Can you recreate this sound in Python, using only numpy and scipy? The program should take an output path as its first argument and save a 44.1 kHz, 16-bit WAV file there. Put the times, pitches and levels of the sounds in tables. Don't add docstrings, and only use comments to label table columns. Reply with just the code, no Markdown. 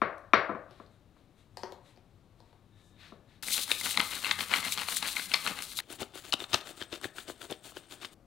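import sys
import numpy as np
from scipy import signal
from scipy.fft import rfft, irfft
from scipy.io import wavfile

SR = 44100
rng = np.random.default_rng(int(sys.argv[2]) if len(sys.argv) > 2 else 0)


def to_wav(sig):
    pcm = np.clip(np.atleast_2d(sig), -1, 1) * 32767
    pcm = np.round(pcm).astype(np.int16)
    wavfile.write(sys.argv[1], SR, pcm.T)


N = 364266


def from_db(db):
    return 10 ** (np.asarray(db) / 20)


def rms_one(x):
    return x / np.sqrt(np.mean(x ** 2) + 1e-20)


def spectrum_gains(spectrum, size):
    hz, db = np.transpose(spectrum)
    freqs = np.maximum(np.arange(size // 2 + 1) * SR / size, 1)
    return from_db(np.interp(np.log(freqs), np.log(hz), db))


def coloured(x, spectrum):
    return rms_one(irfft(rfft(x) * spectrum_gains(spectrum, len(x)), len(x)))


def causal_click(spectrum, size=8192):
    cepstrum = irfft(np.log(spectrum_gains(spectrum, size)), size)
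    cepstrum[1:size // 2] *= 2
    cepstrum[size // 2 + 1:] = 0
    click = irfft(np.exp(rfft(cepstrum)), size)
    return click / np.abs(click).max()


def band(x, low_hz, high_hz):
    edges = [low_hz, min(high_hz, .45 * SR)]
    return signal.sosfilt(signal.butter(2, edges, "band", fs=SR, output="sos"), x)


def resonance(x, hz, width_hz):
    r = np.exp(-np.pi * width_hz / SR)
    gain = (1 - r * r) / 2
    return signal.lfilter([gain, 0, -gain], [1, -2 * r * np.cos(2 * np.pi * hz / SR), r * r], x)


def body(x, modes):
    return sum((-1) ** k * from_db(db) * resonance(x, hz, width)
               for k, (hz, width, db) in enumerate(modes))


def grains(per_s, spread_db, bed):
    sizes = from_db(spread_db * np.minimum(rng.exponential(1, N), 3.2)) * rng.choice([-1, 1], N)
    clicks = sizes * (rng.random(N) < per_s / SR)
    return rms_one(clicks) + bed * rng.standard_normal(N)


def add(out, start_s, peak_db, piece):
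    i = round(start_s * SR)
    out[i:i + len(piece)] += from_db(peak_db) * piece[:N - i] / np.abs(piece).max()


def strokes(rows, shapes):
    t = np.arange(0, N / SR + .002, .001)
    start, hold, *levels = np.transpose(rows)[:, :, None]
    early, late = np.maximum(start - t, 0), np.maximum(t - start - hold, 0)
    powers = [from_db(2 * rest_db) + from_db(2 * (db - rise * early - fall * late)).sum(axis=0)
              for db, (rise, fall, rest_db) in zip(levels, shapes)]
    return [np.interp(np.arange(N) / SR, t, 10 * np.log10(power)) for power in powers]


# frequency in Hz, relative level in dB.
HUSH_COLOUR = [(15, -12), (25, -8), (55, -4), (74, -9), (92, -6.5), (157, -6.5), (301, -10), (363, -14),
               (476, -17), (796, -20.5), (887, -24.5), (1160, -23.5), (1890, -34), (2050, -33),
               (16000, -47.5)]
HUSH_LEVELS = [-63, -60, -65.5, -61.5]
def hush(job):
    return from_db(HUSH_LEVELS)[job] * coloured(rng.standard_normal(N), HUSH_COLOUR)


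# start and end in seconds, pitch in Hz, width in Hz, level in dB.
HUM_TONES = [(0, 3.42, 99, 30, -66.5), (2.718, 3.5, 1740, 42, -81.5), (2.72, 3.16, 3700, 240, -75.5),
             (3.7, 4.9, 91, 18, -63.5), (4.3, 5.6, 177, 12, -64.5), (5.8, 16, 100.4, 25, -73),
             (8.16, 10.4, 543, 7.1, -68)]
def hums():
    t, out = np.arange(N) / SR, 0
    for start, end, hz, width_hz, db in HUM_TONES:
        tone = resonance(resonance(rng.standard_normal(N), hz, width_hz), hz, width_hz)
        fade = np.clip(np.minimum(t - start, end - t) / .0088, 0, 1)
        out = out + from_db(db) * rms_one(tone) * fade
    return out


# start in seconds, level in dB, contact time in milliseconds.
PIN_KNOCKS = [(.0172, -12.5, .07), (.3345, -4.7, .017), (.549, -30, .15), (.799, -38, .25),
              (1.165, -54, .3), (3.121, -39, .4), (.4925, -24, .22), (.4985, -25, .22), (.513, -29, .18)]
# pitch in Hz, width in Hz, level in dB.
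BOARD_MODES = [(217, 24.6, -10), (310, 40, -8.5), (475, 46, -20.5), (555.4, 28, -15), (682, 60, -5.5),
               (1020, 80, 2.5), (1163, 48, 2), (1337, 27, -2), (1690, 180, -1.5), (2360, 160, 2.5),
               (3700, 90, -9), (5650, 39, -21.5)]
# frequency in Hz, relative level in dB.
CLACK_COLOUR = [(40, -40), (90, -10.5), (150, -14), (230, -16.5), (600, -7), (850, -16.5), (1350, -10.5),
                (2300, -13.5), (3050, -23), (3700, -24), (4700, -25.5), (5200, -37.5), (5650, -30.5),
                (6300, -50.5), (14000, -72)]
def pin_knocks():
    out, clack = np.zeros((2, N)), causal_click(CLACK_COLOUR)
    t = np.arange(len(clack)) / SR
    for start, level_db, contact_ms in PIN_KNOCKS:
        luck_db = rng.normal(0, 1.5, len(BOARD_MODES))
        ring = sum((-1) ** k * from_db(db + luck_db[k])
                   * np.exp(-np.pi * width * t) * np.sin(2 * np.pi * hz * t)
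                   for k, (hz, width, db) in enumerate(BOARD_MODES))
        dulling = np.exp(-1000 / (contact_ms * SR))
        blow = signal.lfilter([1], [1, -2 * dulling, dulling ** 2], [.9 * clack, .52 * ring])
        blow = band(blow, 100, 20000)
        i = round(start * SR)
        out[:, i:i + len(t)] += from_db(level_db) * blow / np.abs(blow[1]).max()
    return out


def burst(out, event, modes, thud_modes, rattle_s, damping):
    start, peak_db, hz, snap_db, thud_db = event
    t = np.arange(4000) / SR
    swell = t / rattle_s * np.exp(-t / rattle_s) + .087 * np.exp(-t / .005)
    rattle = rng.standard_normal(len(t)) * swell
    rattle[round(rattle_s * SR)] = .9
    struck = [(pitch, width, db + rng.normal(0, 3.5)) for pitch, width, db in modes]
    crack = resonance(rattle, hz, damping * hz) + .55 * body(rattle, struck)
    add(out, start, peak_db, band(crack, 500, 5600))
    add(out, start, peak_db + snap_db, band(rattle, 6900, 11000))
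    add(out, start, peak_db + thud_db, body(rattle, thud_modes))


# start in seconds, level in dB, pitch in Hz, then snap and thud in dB
FINGER_TAPS = [(0.181, -51.5, 1370, -4, -12), (0.71, -52.5, 4380, -12, 6), (0.863, -53.5, 1364, -19, -18),
               (1.571, -32.5, 1560, -6, -3.5), (1.634, -29, 1260, -31, 2), (1.722, -57, 1250, -33, 18.5),
               (1.962, -56, 1840, -21, -9), (1.974, -55.5, 2350, -26, 6), (2.403, -54.5, 1320, -18, 6),
               (2.529, -62.5, 1228, -24, 9.5)]
# pitch in Hz, width in Hz, level in dB.
TAP_MODES = [(1150, 1900, -3), (2400, 1200, -18), (4300, 1200, 11.5)]
PLATE_MODES = [(244, 62, -15.5), (372, 22, -4.5), (550, 56, -5.5), (718, 33, -4.5), (925, 230, -10)]
def finger_taps():
    out = np.zeros(N)
    for tap in FINGER_TAPS:
        burst(out, tap, TAP_MODES, PLATE_MODES, rattle_s=.0003, damping=.6)
    return out


# start and hold in seconds, rub level in dB, dry hiss level in dB.
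PALM_STROKES = [(.712, 0.11, -68, -88), (.92, 0.033, -78, -85), (1.17, 0.029, -74.5, -92),
                (1.39, 0.024, -71, -79.5), (1.6, 0.041, -70, -69.5), (1.7, 0.018, -83, -77),
                (1.86, 0.046, -66.5, -76), (2.395, 0.0091, -75.5, -85), (2.46, 0.062, -75.5, -90),
                (2.78, 0.028, -70.5, -82), (2.84, 0.053, -86, -75), (3.01, 0.071, -56.5, -97),
                (3.295, 0.065, -68.5, -88)]
# rise and fall in dB per second, resting level in dB.
PALM_SHAPE = [(400, 200, -79.5), (305, 208, -100)]
def palm_rubs():
    rub_db, hiss_db = strokes(PALM_STROKES, PALM_SHAPE)
    drag = grains(per_s=2700, spread_db=3.7, bed=3.1)
    rub = rms_one(body(drag, [(1383, 1750, -3), (2800, 1600, -1), (3856, 750, 0)]))
    hiss = rms_one(band(drag, 3700, 9700))
    return from_db(rub_db) * rub + from_db(hiss_db) * hiss


def uneven_feed(depth_db, every_s):
    times = np.arange(0, N / SR + every_s, every_s)
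    wander = rng.standard_normal(2000)[:len(times)]
    return from_db(depth_db * np.interp(np.arange(N) / SR, times, wander))


def grind(levels, modes, shell_modes, grit_colour, per_s, spread_db):
    crush_db, grit_db, shell_db = levels
    crushed = grains(per_s, spread_db, bed=0)
    strengths = from_db(np.clip(rng.normal(0, 19.7, (len(modes), N)), -30, 8))
    crunch = 0
    for k, (hz, width, db) in enumerate(modes):
        strikes = crushed * strengths[k] + 1.01 * rng.standard_normal(N)
        crunch = crunch + (-1) ** k * from_db(db) * resonance(strikes, hz, width)
    grumble = rms_one(body(.76 * crushed + grains(200, 6, bed=.5), shell_modes))
    hiss = coloured(.3 * crushed + grains(2500, 7, bed=1), grit_colour)
    crunch = rms_one(crunch * uneven_feed(depth_db=2.4, every_s=.012))
    hiss = hiss * uneven_feed(depth_db=2.57, every_s=.015)
    return from_db(crush_db) * crunch + from_db(shell_db) * grumble + from_db(grit_db) * hiss


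# start and hold in seconds, then crush, grit and shell levels in dB.
SALT_TURNS = [(3.42, 0.015, -45.5, -43, -73.5), (3.475, 0.026, -49, -43.5, -53.5),
              (3.575, 0.013, -36, -48, -48.5), (3.695, 0.033, -40.5, -39, -54.5),
              (3.85, .03, -39, -35.5, -48.5), (3.965, 0.063, -38.5, -51, -44.5),
              (4.115, 0.063, -42, -44.5, -53), (4.245, 0.054, -37, -44.5, -47.5),
              (4.395, 0.03, -38.5, -42.5, -52.5), (4.515, 0.059, -34, -40.5, -46.5),
              (4.65, 0.026, -32.5, -41, -44.5), (4.78, 0.041, -37, -42, -53),
              (4.89, 0.041, -39.5, -38, -50), (5.035, 0.041, -37, -46, -50),
              (5.165, 0.037, -40.5, -42, -51.5), (5.325, 0.032, -37.5, -47, -52.5),
              (5.455, 0.049, -36, -41.5, -45.5), (5.575, 0.012, -37.5, -67, -53),
              (5.775, 0.036, -58, -33.5, -76)]
# rise and fall in dB per second, resting level in dB.
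SALT_TURN_SHAPE = [(580, 590, -62.5), (630, 130, -50), (550, 380, -71.5)]
# start and hold in seconds, grit level in dB.
SALT_SLIDES = [(3.51, 0.13, -32), (3.79, 0.13, -39), (4.04, 0.053, -42), (4.715, 0.023, -35),
               (4.965, 0.017, -35), (5.075, 0.055, -36), (5.38, 0.054, -49), (5.625, 0.018, -40),
               (5.7, 0.029, -43)]
# rise and fall in dB per second, resting level in dB.
SALT_SLIDE_SHAPE = [(597, 1200, -67)]
# pitch in Hz, width in Hz, level in dB.
SALT_MODES = [(834, 120, -5.5), (1180, 690, 2), (1460, 520, 1.5), (2060, 200, 5.5), (2700, 900, 1.5),
              (3300, 570, -1), (3750, 220, -4.5), (4236, 240, 2.5)]
SALT_SHELL_MODES = [(227, 78, -0.5), (460, 120, -3.5), (638, 400, -6)]
# frequency in Hz, relative level in dB.
SALT_GRIT_COLOUR = [(1410, -31), (2400, -9.5), (3490, 0), (3990, 3), (5310, -6), (7470, -4), (9250, -2),
                    (14000, -10), (16000, -10.5)]
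def salt_mill():
    crush_db, grit_db, shell_db = strokes(SALT_TURNS, SALT_TURN_SHAPE)
    slide_db, = strokes(SALT_SLIDES, SALT_SLIDE_SHAPE)
    hiss_db = 20 * np.log10(np.hypot(from_db(grit_db), from_db(slide_db)))
    levels = crush_db, hiss_db, shell_db
    return grind(levels, SALT_MODES, SALT_SHELL_MODES, SALT_GRIT_COLOUR, per_s=500, spread_db=7)


# start in seconds, level in dB, pitch in Hz, then snap and
# thud in dB compared with that level.
GRAIN_CRACKS = [(3.483, -24.5, 1310, -2, -15), (3.499, -38, 3940, -13, -33),
                (3.521, -24.5, 3950, -6, -28.5), (3.576, -41.5, 4040, 11, -35),
                (3.706, -23.5, 3770, -24, -30), (3.715, -8.5, 3580, -22, -19.5),
                (3.811, -27, 4080, 2.5, -18), (3.909, -24, 3010, 1, -41), (3.943, -30, 2710, -20, -16.5),
                (3.973, -10.5, 4040, -12, -34), (3.996, -19, 4320, -5.5, -8),
                (4.001, -12, 1460, -22, -29.5), (4.012, -22, 1030, -3, -40), (4.245, -18, 2800, -24, -42),
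                (4.256, -21, 3000, -13, -24), (4.267, -30, 4270, -19, -37.5), (4.292, -29, 3800, -13, -18),
                (4.311, -13, 4030, -17, -38), (4.406, -19.5, 1330, -14, -20.5),
                (4.436, -26.5, 3700, -16, -14), (4.514, -21, 2500, -13, -15), (4.517, -38, 2480, -16, -27),
                (4.537, -10, 1200, -14, -39), (4.55, -23, 1390, -24, -18), (4.555, -56, 2000, -22, -20),
                (4.564, -22, 1280, -17, -16.5), (4.65, -27, 2230, 1, -25), (4.722, -19.5, 3630, 0, -30),
                (4.781, -23, 4040, -21, -21.5), (4.817, -22.5, 1900, -22, -11),
                (4.885, -20.5, 2800, -21, -34), (4.968, -24, 3300, 11, -36), (5.027, -20.5, 3740, -8, -9),
                (5.166, -18, 2250, -15, -35), (5.195, -23, 1080, -19, -25), (5.316, -22, 2730, -17, -47),
                (5.338, -11, 4450, -15.5, -46), (5.341, -10, 1080, -24, -61), (5.464, -19, 2020, -17, -27),
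                (5.476, -20.5, 1080, -9, -31), (5.588, -26, 1140, -6, -38), (5.622, -26.5, 5030, 0, -22),
                (5.717, -35, 3470, -18, -27), (5.776, -52, 3730, 1, -41), (5.788, -18.5, 3630, -25, -29),
                (5.8, -27.5, 1830, -25, -25), (5.901, -40, 3480, -3, 1), (5.926, -34, 3380, 1.5, -14),
                (6.003, -44, 4460, -4, -16), (6.029, -28.5, 840, -25, -7.5), (6.154, -41, 2860, 4, 3),
                (6.324, -16, 3960, -15, -30), (6.331, -15.5, 3700, -10.5, -49),
                (6.337, -10.5, 3710, -16, -18), (6.402, -28, 2940, -24, -11.5),
                (6.44, -28.5, 1330, -26, -30), (6.531, -17, 1720, -37, -24), (6.543, -10, 4300, -38, -22),
                (6.814, -27.5, 1700, -25, -6.5), (6.823, -24.5, 3300, -24, -37),
                (6.927, -27.5, 3300, -27, -3.5), (7.013, -38, 3630, -4, -27),
                (7.042, -23.5, 1800, -18, -25), (7.052, -39, 2750, -21, 8.5), (7.183, -29, 3550, -18, -15),
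                (7.28, -38, 1020, -12, -12), (7.298, -33, 3300, -16, 0.5), (7.416, -34.5, 2700, -8, -26),
                (7.51, -38, 2800, 6.5, 2), (7.524, -28, 2640, -16, -16), (7.644, -40.5, 1150, -16, -23),
                (7.72, -46, 3540, -7, -2.5), (7.768, -31.5, 2960, -22, -3), (7.922, -41, 3300, -17, -10),
                (8.031, -35, 3710, -16, -21), (8.047, -26.5, 3080, -27, -33)]
def grain_cracks(pepper_from_s):
    out = np.zeros(N)
    for crack in GRAIN_CRACKS:
        is_salt = crack[0] < pepper_from_s
        modes, shell = (SALT_MODES, SALT_SHELL_MODES) if is_salt else (PEPPER_MODES, PEPPER_SHELL_MODES)
        burst(out, crack, modes, shell, rattle_s=.0007, damping=.17)
    return out


# start and hold in seconds, then crush, grit and shell levels in dB.
PEPPER_TURNS = [(5.79, 0.048, -58, -71, -74), (5.905, 0.029, -48, -45.5, -51.5),
                (6.005, 0.018, -41.5, -45.5, -39.5), (6.15, .045, -48.5, -50, -60),
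                (6.245, 0.047, -53, -50.5, -59), (6.334, 0.0064, -47, -55, -56),
                (6.4, 0.032, -45.5, -49.5, -47.5), (6.495, .025, -56, -54.5, -56),
                (6.543, 0.0038, -26, -40, -32), (6.57, 0.049, -48, -80, -58),
                (6.655, 0.054, -48, -51.5, -56), (6.775, 0.022, -54.5, -52.5, -56),
                (6.812, 0.0062, -40, -53, -50), (6.925, 0.032, -44.5, -52.5, -50),
                (7.035, 0.022, -45, -48, -46), (7.16, 0.054, -50.5, -49, -59),
                (7.28, 0.025, -48.5, -48.5, -49.5), (7.415, 0.033, -49.5, -48.5, -51),
                (7.505, 0.016, -45, -51.5, -44.5), (7.645, 0.053, -54.5, -51.5, -62),
                (7.765, 0.019, -50.5, -55.5, -50.5), (7.91, 0.029, -51.5, -51, -57),
                (8.02, 0.032, -46, -52.5, -50), (8.125, .01, -73, -62.5, -77)]
# rise and fall in dB per second, resting level in dB.
PEPPER_TURN_SHAPE = [(980, 670, -66.5), (1000, 420, -71), (1050, 640, -66.5)]
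# pitch in Hz, width in Hz, level in dB.
PEPPER_MODES = [(920, 1500, -4.5), (1480, 430, 3), (1800, 840, -10), (2710, 1930, 1.5), (3045, 560, 4),
                (3630, 140, 6.5), (4320, 780, -5)]
PEPPER_SHELL_MODES = [(102, 48, -2), (242, 53, 1.5), (342, 78, 7.5), (508, 260, 3.5), (651, 234, 4)]
# frequency in Hz, relative level in dB.
PEPPER_GRIT_COLOUR = [(2650, -6), (4500, -0.5), (5140, -11.5), (7100, -0.5), (10900, -6), (14800, -14),
                      (16000, 0)]
def pepper_mill():
    levels = strokes(PEPPER_TURNS, PEPPER_TURN_SHAPE)
    grinding = grind(levels, PEPPER_MODES, PEPPER_SHELL_MODES, PEPPER_GRIT_COLOUR, per_s=740, spread_db=4)
    return grinding + jar_tinkle(grit_db=levels[1])


# width in Hz, base level in dB, share of the grit's level swings that it follows.
JAR_RING = (200, -70.5, .45)
def jar_tinkle(grit_db, from_s=6.38, pitch_hz=8420):
    width_hz, base_db, share = JAR_RING
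    ticks = rms_one(resonance(grains(200, 5, bed=.3), pitch_hz, width_hz))
    level_db = base_db + share * (grit_db - grit_db.mean())
    return from_db(level_db) * ticks * (np.arange(N) > from_s * SR)


# frequency in Hz, seconds it takes to fade by 60 dB.
ECHO_TIMES = [(150, 0.22), (400, 0.39), (1040, 0.6), (2760, 0.34), (7280, 0.23)]
def room(x):
    t, edges = np.arange(SR) / SR, 60 * 2 ** np.arange(0, 8.1, .5)
    hz, fade_times = np.transpose(ECHO_TIMES)
    echo = 0
    for low, high in zip(edges, edges[1:]):
        fade_s = np.interp(np.log(low * high) / 2, np.log(hz), fade_times)
        echo = echo + band(rng.standard_normal(SR), low, high) * from_db(-60 * t / fade_s)
    echo = echo * np.clip((t - .003) / .004, 0, 1)
    return signal.fftconvolve(x, echo / np.sqrt(np.sum(echo ** 2)))[:N]


JOB_CHANGES = [3.4255, 5.805, 8.141]
def scene():
    job = np.searchsorted(JOB_CHANGES, np.arange(N) / SR)
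    in_bread, in_salt, in_pepper = job == 0, job == 1, job == 2
    clack, ring = pin_knocks()
    taps = finger_taps()
    cracks = grain_cracks(pepper_from_s=JOB_CHANGES[1])
    bread_echo = room(from_db(6) * clack + from_db(-20) * ring + from_db(-5.5) * taps)
    bread = .35 * clack + ring + taps + bread_echo + palm_rubs()
    salt = salt_mill() + cracks * in_salt
    pepper = pepper_mill() + cracks * in_pepper
    salt = salt + from_db(-12.5) * room(salt)
    pepper = pepper + from_db(-19) * room(pepper)
    mono = bread * in_bread + salt * in_salt + pepper * in_pepper + hush(job) + hums()
    return mono * from_db([[3], [-6.5]])


def record(dry):
    noise = from_db(-73.5) * signal.lfilter([.05], [1, -.97], rng.standard_normal((2, N)))
    cutoff_hz = 16300
    return signal.sosfilt(signal.cheby2(24, 90, cutoff_hz, fs=SR, output="sos"), dry + noise)


dry = scene()
out = record(dry)
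to_wav(out)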